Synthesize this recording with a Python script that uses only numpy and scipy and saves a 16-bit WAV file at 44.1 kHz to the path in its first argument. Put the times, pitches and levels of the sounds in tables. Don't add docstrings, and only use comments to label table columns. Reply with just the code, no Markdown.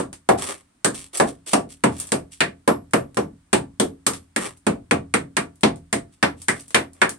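import sys
import numpy as np
from scipy import signal
from scipy.fft import rfft, irfft
from scipy.io import wavfile
from scipy.ndimage import uniform_filter1d

SR = 44100
rng = np.random.default_rng(int(sys.argv[2]) if len(sys.argv) > 2 else 0)


def to_wav(s):
    ch = np.atleast_2d(s).T
    pcm = np.round(np.clip(ch, -1, 1) * 32767)
    wavfile.write(sys.argv[1], SR, pcm.astype(np.int16))


N = 316638
BLOW_TIME = np.arange(int(.4 * SR)) / SR
SIDES = np.array([[1], [-1]])


def from_db(db):
    return 10 ** (np.asarray(db) / 20)


def rms_one(x):
    return x / np.sqrt(np.mean(x ** 2) + 1e-20)


def at_hz(points, hz):
    points = np.array(points)
    return np.interp(np.log(hz), np.log(points[:, 0]), points[:, 1])


def fade(t, t60):
    return np.exp(-np.log(1000) * t / t60)


def add(out, s, sound):
    start = round(s * SR)
    first, last = max(start, 0), min(start + sound.shape[-1], N)
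    out[:, first:last] += sound[:, first - start:last - start]


def butterworth(x, order, hz, kind):
    return signal.sosfilt(signal.butter(order, hz, kind, fs=SR, output="sos"), x)


def third_octave(x, hz):
    return butterworth(x, 2, [hz / 2 ** (1 / 6), hz * 2 ** (1 / 6)], "band")


def resonance(x, hz, width_hz):
    radius, angle = np.exp(-np.pi * width_hz / SR), 2 * np.pi * hz / SR
    zeros = np.array([1, 0, -1]) * (1 - radius * radius) / 2
    return signal.lfilter(zeros, [1, -2 * radius * np.cos(angle), radius * radius], x)


# (frequency [Hz], correlation [-1 to 1])
STEREO_LIKENESS = [(60, 1), (180, 0.98), (270, 0.92), (350, .45), (480, -0.41), (750, -0.19), (1150, 0.34),
                   (1700, 0.27), (2600, -0.18), (3600, 0.22), (6000, -0.061)]


def spread(mid, side, hz):
    alike = np.clip(at_hz(STEREO_LIKENESS, hz), -.99, .99)
    return (np.sqrt(1 + alike) * mid + np.sqrt(1 - alike) * side * SIDES) / np.sqrt(2)


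def coloured(x, spectrum):
    lowest_hz = spectrum[0][0]
    hz = np.maximum(np.fft.rfftfreq(x.shape[-1], 1 / SR), 15)
    gain = from_db(at_hz(spectrum, hz)) * np.sqrt(SR / 2 / (.23 * np.maximum(hz, lowest_hz)))
    gain = gain * np.minimum(hz / lowest_hz, 1) ** 2
    mid, side = rfft(x)
    return irfft(spread(mid, side, hz) * gain, x.shape[-1])


THUD_BELOW_HZ, KNOCK_OCTAVES, CRACK_ABOVE_HZ = 670, 0.71, 7050


def strength(hz):
    thud_db, knock_db, knock_hz, crack_db = np.transpose(HAMMER_BLOWS)[1:5]
    thud = from_db(thud_db) ** 2 / (1 + (hz / THUD_BELOW_HZ) ** 2)
    knock = from_db(knock_db) ** 2 / (1 + (np.log2(hz / knock_hz) / KNOCK_OCTAVES) ** 2)
    crack = from_db(crack_db) ** 2 / (1 + (CRACK_ABOVE_HZ / hz) ** 4)
    return np.sqrt(thud + knock + crack)


# (frequency [Hz], relative level per third octave [dB])
BLOW_TONE = [(45, -56), (80, -47.5), (125, -40.5), (220, -28.5), (400, -26.5), (800, -28), (1700, -29),
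             (2700, -32), (4000, -34.5), (6300, -41.5), (9000, -40.5), (11500, -59), (15000, -61)]
# (frequency [Hz], t60 [s])
PLATE_CABIN_RING = [(60, 0.63), (160, 0.3), (420, 0.24), (1100, 0.18), (3000, 0.16), (9000, 0.16)]
BANDS_HZ = 40 * 2 ** (np.arange(27) / 3)


def clatter(level_db, crack_db, crack_t60, crack_hz, build_cycles, late_cycles, uneven_db):
    out = 0
    white = rng.standard_normal((len(HAMMER_BLOWS), 2, 2, len(BLOW_TIME)))
    for k, hz in enumerate(BANDS_HZ):
        treble = hz ** 2 / (hz ** 2 + crack_hz ** 2)
        t = np.maximum(BLOW_TIME - (1 - treble) * late_cycles / hz, 0)
        envelope = fade(t, at_hz(PLATE_CABIN_RING, hz)) + treble * from_db(crack_db) * fade(t, crack_t60)
        envelope = envelope * (1 - np.exp(-t / (.0003 + build_cycles / hz)))
        band = third_octave(white[:, k % 2], hz)[..., ::-1] * envelope
        band = band / np.sqrt(np.sum(band ** 2, axis=-1, keepdims=True) / (SR / 10))
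        band_db = level_db + at_hz(BLOW_TONE, hz) + uneven_db * rng.standard_normal(len(HAMMER_BLOWS))
        gain = from_db(band_db) * strength(hz)
        out = out + spread(band[:, :1], band[:, 1:], hz) * gain[:, None, None]
    return out


# (frequency [Hz], relative level [dB], t60 [s])
PLATE_MODES = [(85.06, -37, 0.8), (127.1, -27.5, .36), (165.7, -32.5, 0.53), (215.3, -13, 0.15),
               (273.7, -29, 0.51), (285.3, -23, 0.28), (381.2, -15.5, 0.18), (465.6, -18.5, 0.15),
               (477, -26, 0.26), (554, -21, 0.16), (628, -32, .24), (687, -23, 0.25), (1030, -21.5, 0.13),
               (1156, -28, 0.22), (1320, -42, 0.053), (1670, -22.5, 0.088), (1847, -30, 0.15),
               (2420, -26.5, 0.16)]


def plate_modes(level_db, spot_db, spot_detune, build_cycles):
    t, out = BLOW_TIME, 0
    for hz, mode_db, t60 in PLATE_MODES:
        spot, detune, turn = rng.standard_normal((len(HAMMER_BLOWS), 3)).T[:, :, None, None]
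        apart = np.arccos(np.clip(at_hz(STEREO_LIKENESS, hz), -1, 1)) * rng.choice([-1, 1]) / 2
        phase = 2 * np.pi * hz * (1 + spot_detune * detune) * t + np.pi * turn + apart * SIDES
        envelope = fade(t, t60) * (1 - np.exp(-t * hz / build_cycles))
        gain = from_db(level_db + mode_db + spot_db * spot) * strength(hz)[:, None, None]
        out = out + np.sin(phase.astype("f")) * envelope * gain
    return out


def snap(level_db, crush_s, length_s, low_db, low_hz):
    white = rng.standard_normal((len(HAMMER_BLOWS), 2, len(BLOW_TIME)))
    burst = white * np.exp(-((BLOW_TIME - crush_s) / length_s) ** 2)
    top = butterworth(burst, 4, [4500, 9000], "band") * strength(7000)[:, None, None]
    low = resonance(resonance(burst[:, :1], low_hz, 2 * low_hz), low_hz, 2 * low_hz)
    spike = top + from_db(low_db) * low * strength(low_hz)[:, None, None]
    energy = np.sum(spike ** 2, axis=(1, 2), keepdims=True)
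    return from_db(level_db) * spike / np.sqrt(energy / (4 * length_s * SR))


# (frequency [Hz], relative level [dB], t60 [s])
HEAD_PARTIALS = [(5329, -8, .22), (7477, -10, .2), (11280, 0, .235)]


def head_ring(t, beat_hz, beat_share):
    turn, out = np.array([[0], [1]]), 0
    for hz, db, t60 in HEAD_PARTIALS:
        main = np.sin(2 * np.pi * hz * t + turn)
        twin = np.sin(2 * np.pi * (hz + beat_hz) * t - turn)
        out = out + from_db(db) * (main + beat_share * twin) * fade(t, t60)
    return out


# (time [s], plate thud level [dB], struck-spot knock level [dB], knock pitch [Hz], crust crack level [dB],
#  clank pitch [Hz], clank level [dB], head ping level [dB], first snap level [dB])
HAMMER_BLOWS = [(-0.03, -4.5, -1, 875, 4.5, 784, -5, -60, -30),
                (0.2886, -0.5, 4.5, 740, 0.5, 750, 4, -43.5, -15),
                (0.8454, -3, -4.5, 1015, 11, 1630, 4.5, -73, -5.5),
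                (1.1989, -2, 4.5, 806, 3.5, 1730, 1, -56, -1),
                (1.5326, -4.5, 4, 685, 8.5, 2760, 2.5, -57, -12),
                (1.8372, 1.5, -1, 1900, 2, 960, 6.5, -69.5, -23),
                (2.119, -3.5, -5, 2350, 5.5, 640, 3, -47, 0),
                (2.4047, -12, 5, 2540, -1.5, 1730, 1.5, -56.5, 0.5),
                (2.6761, -4.5, 4, 738, -1, 2420, -2.5, -37, -14),
                (2.934, -1, 2, 1264, 2, 580, 3.5, -41, -12),
                (3.1697, -2.5, -4, 896, -5, 5750, 3.5, -50.5, -17),
                (3.5295, 1, 0.5, 2780, 6.5, 915, 5.5, -55.5, -7),
                (3.7979, -5, -1, 400, 6.5, 3260, 5, -43, -18),
                (4.065, -7.5, -6.5, 2660, 10.5, 1176, 5, -35, -4),
                (4.3612, -7, -6.5, 2400, 3.5, 1840, 6, -48, -16),
                (4.6664, 1.5, -9.5, 2440, 0, 2470, 1, -56.5, -14),
                (4.91, 0.5, 1, 1810, 0.5, 2400, 0.5, -62.5, 1),
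                (5.1388, -2, -0.5, 1910, 4.5, 2040, 3.5, -59, 1),
                (5.367, -7.5, 1, 2240, 3, 1200, 0.5, -57, 0),
                (5.633, 3, 4, 3650, -3.5, 802, 2.5, -60.5, -15.5),
                (5.9269, -5, -10.5, 2750, 4.5, 1990, 9, -60.5, -16),
                (6.227, -4, 5, 1910, -3.5, 5170, 2, -48.5, -4),
                (6.483, -10.5, -2.5, 1290, 5, 2020, 10, -62, -3.5),
                (6.745, -27, 8.5, 2540, 5.5, 1850, 0, -42, -13),
                (7.0156, -20, 6, 1790, 0, 1680, 2.5, -62, -9)]
CLANK_Q = 6.7


def hammer(clank_db, ping_db):
    bodies = clatter(level_db=-2.0, crack_db=0.5, crack_t60=0.024, crack_hz=1383,
                     build_cycles=0.95, late_cycles=1.7, uneven_db=0.8)
    bodies = bodies + plate_modes(level_db=-1.0, spot_db=3.0, spot_detune=0.0049, build_cycles=0.68)
    spikes = snap(level_db=-16.5, crush_s=.0013, length_s=0.00022, low_db=5.5, low_hz=1590)
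    ping = head_ring(BLOW_TIME, beat_hz=24, beat_share=0.1)
    out = np.zeros((2, N))
    for blow, body, spike in zip(HAMMER_BLOWS, bodies, spikes):
        s, (spot_hz, spot_db, head_db, snap_db) = blow[0], blow[5:]
        clank = (from_db(clank_db + spot_db) - 1) * resonance(body, spot_hz, spot_hz / CLANK_Q)
        add(out, s, body + clank + from_db(snap_db) * spike + from_db(ping_db + head_db) * ping)
    return out


# (frequency [Hz], level per third octave [dB])
CABIN_FLOOR = [(25, -84.5), (55, -80), (100, -81), (260, -71.5), (450, -82), (1300, -77.5), (3000, -80.5),
               (9000, -84), (15000, -95.5)]


def quiet_cabin():
    return coloured(rng.standard_normal((2, N)), CABIN_FLOOR)


# (frequency [Hz], relative level per third octave [dB])
DEBRIS_TONE = [(400, -45), (900, -48), (2000, -47.5), (4000, -47.5), (7000, -47.5), (10000, -47),
               (15000, -67)]
# (time [s], relative level above the split [dB], relative level below the split [dB])
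RUST_FLAKES = [(0.1296, -26.5, -19.5), (0.945, -28, -21), (1.1348, -29, -28), (1.1721, -7, -30),
               (1.466, -39, -21), (1.983, -21, -60), (2.0002, -8, -59), (2.0705, -20.5, -64),
               (2.91, -38.5, -41), (3.1454, -33, -32.5), (4.135, -25, -12.5), (4.573, -37.5, -59),
               (5.5573, -41, -56), (5.6092, -32.5, -39), (5.7588, -37, -34), (6.418, -20.5, -31),
               (6.608, -26, -37), (6.681, -28.5, -42), (6.7061, -30, -23.5), (6.933, -33.5, -52),
               (7.0933, -13.5, -15.5)]


def flakes(level_db, mids_db, click_t60, cabin_db, cabin_t60, split_hz):
    t, out = BLOW_TIME, np.zeros((2, N))
    envelope = fade(t, click_t60) + from_db(cabin_db) * fade(t, cabin_t60)
    for s, top_db, low_db in RUST_FLAKES:
        noise = rms_one(coloured(rng.standard_normal((2, len(t))), DEBRIS_TONE))
        low, top = butterworth(noise, 2, split_hz, "low"), butterworth(noise, 2, split_hz, "high")
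        click = from_db(level_db + top_db) * top - from_db(mids_db + low_db) * low
        add(out, s, click * envelope)
    return out


def dragged_head(debris, sing_db, width_hz):
    return sum(from_db(db + sing_db) * resonance(debris, hz, width_hz) for hz, db, t60 in HEAD_PARTIALS)


SPILL_ATTACK_S, SPILL_SAG_DB_PER_S, SPILL_RELEASE_T60 = 0.02, 35, 0.23


def spill(t, length_s):
    running = np.maximum(t, 0)
    rise = np.minimum(running / SPILL_ATTACK_S, 1)
    return rise * from_db(-SPILL_SAG_DB_PER_S * running) * fade(np.maximum(t - length_s, 0), SPILL_RELEASE_T60)


# (start time [s], length before release [s], relative level [dB], coarse crumbs relative to fine dust [dB])
GRIT_SPILLS = [(0.373, 0.1, -29, 2), (0.48, 0.033, -32.5, 6.5), (0.934, 0.08, -32.5, -7),
               (1.128, 0.052, -30, -1), (1.263, 0.018, -37.5, -3.5), (1.459, 0.079, -34, -8.5),
               (1.688, 0.034, -43, -11.5), (1.91, 0.069, -43.5, -0.5), (1.982, 0.11, -43, -0.5),
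               (2.307, 0.043, -44, -19), (4.123, 0.018, -38.5, -2), (4.398, 0.068, -34, 7),
               (6.112, 0.035, -58, -10), (6.364, 0.15, -52.5, -7), (6.55, 0.024, -40, -7),
               (6.602, 0.15, -60.5, -3.5), (6.937, 0.08, -63.5, 9)]
COARSE_BELOW_HZ = 2300


def grit(level_db, grains_per_s, size_db, clump_db, cabin_db, cabin_t60):
    t = np.arange(N) / SR
    clumps = rms_one(uniform_filter1d(rng.standard_normal(N), size=350))
    grain_db = size_db * np.minimum(rng.exponential(1, N), 4) + clump_db * clumps
    sizes = from_db(grain_db) * rng.choice([-1, 1], N)
    clicks = sizes * (rng.random(N) < grains_per_s / SR)
    envelope = fade(BLOW_TIME, 0.0031) + from_db(cabin_db) * fade(BLOW_TIME, cabin_t60)
    echo = rng.standard_normal((2, len(BLOW_TIME))) * envelope
    smeared = signal.fftconvolve(clicks[None], echo, axes=1)[:, :N]
    grains = rms_one(coloured(smeared, DEBRIS_TONE))
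    coarse = butterworth(grains, 3, COARSE_BELOW_HZ, "low")
    fine = butterworth(grains, 3, COARSE_BELOW_HZ, "high")
    out = np.zeros((2, N))
    for s, length_s, db, coarse_db in GRIT_SPILLS:
        out += from_db(level_db + db) * spill(t - s, length_s) * (fine + from_db(coarse_db) * coarse)
    return out


def scene():
    blows = hammer(clank_db=2.5, ping_db=0.0)
    debris = flakes(level_db=-6.5, mids_db=-11.5, click_t60=0.0026,
                    cabin_db=-10.0, cabin_t60=.16, split_hz=6800)
    debris = debris + grit(level_db=-2.0, grains_per_s=330, size_db=2.5, clump_db=2.5,
                           cabin_db=-14.5, cabin_t60=0.22)
    debris = debris + dragged_head(debris, sing_db=3.5, width_hz=27)
    return blows + debris + quiet_cabin()


CUTOFF_HZ = 16300


def record(dry, port_hz=8800, port_width_hz=1300, port_gain=3.72):
    ported = dry + port_gain * resonance(dry, port_hz, port_width_hz)
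    rounded = 1.3 * np.tanh(ported / 1.3)
    return signal.sosfilt(signal.ellip(10, .2, 70, CUTOFF_HZ, fs=SR, output="sos"), rounded)


dry = scene()
out = record(dry)
to_wav(out)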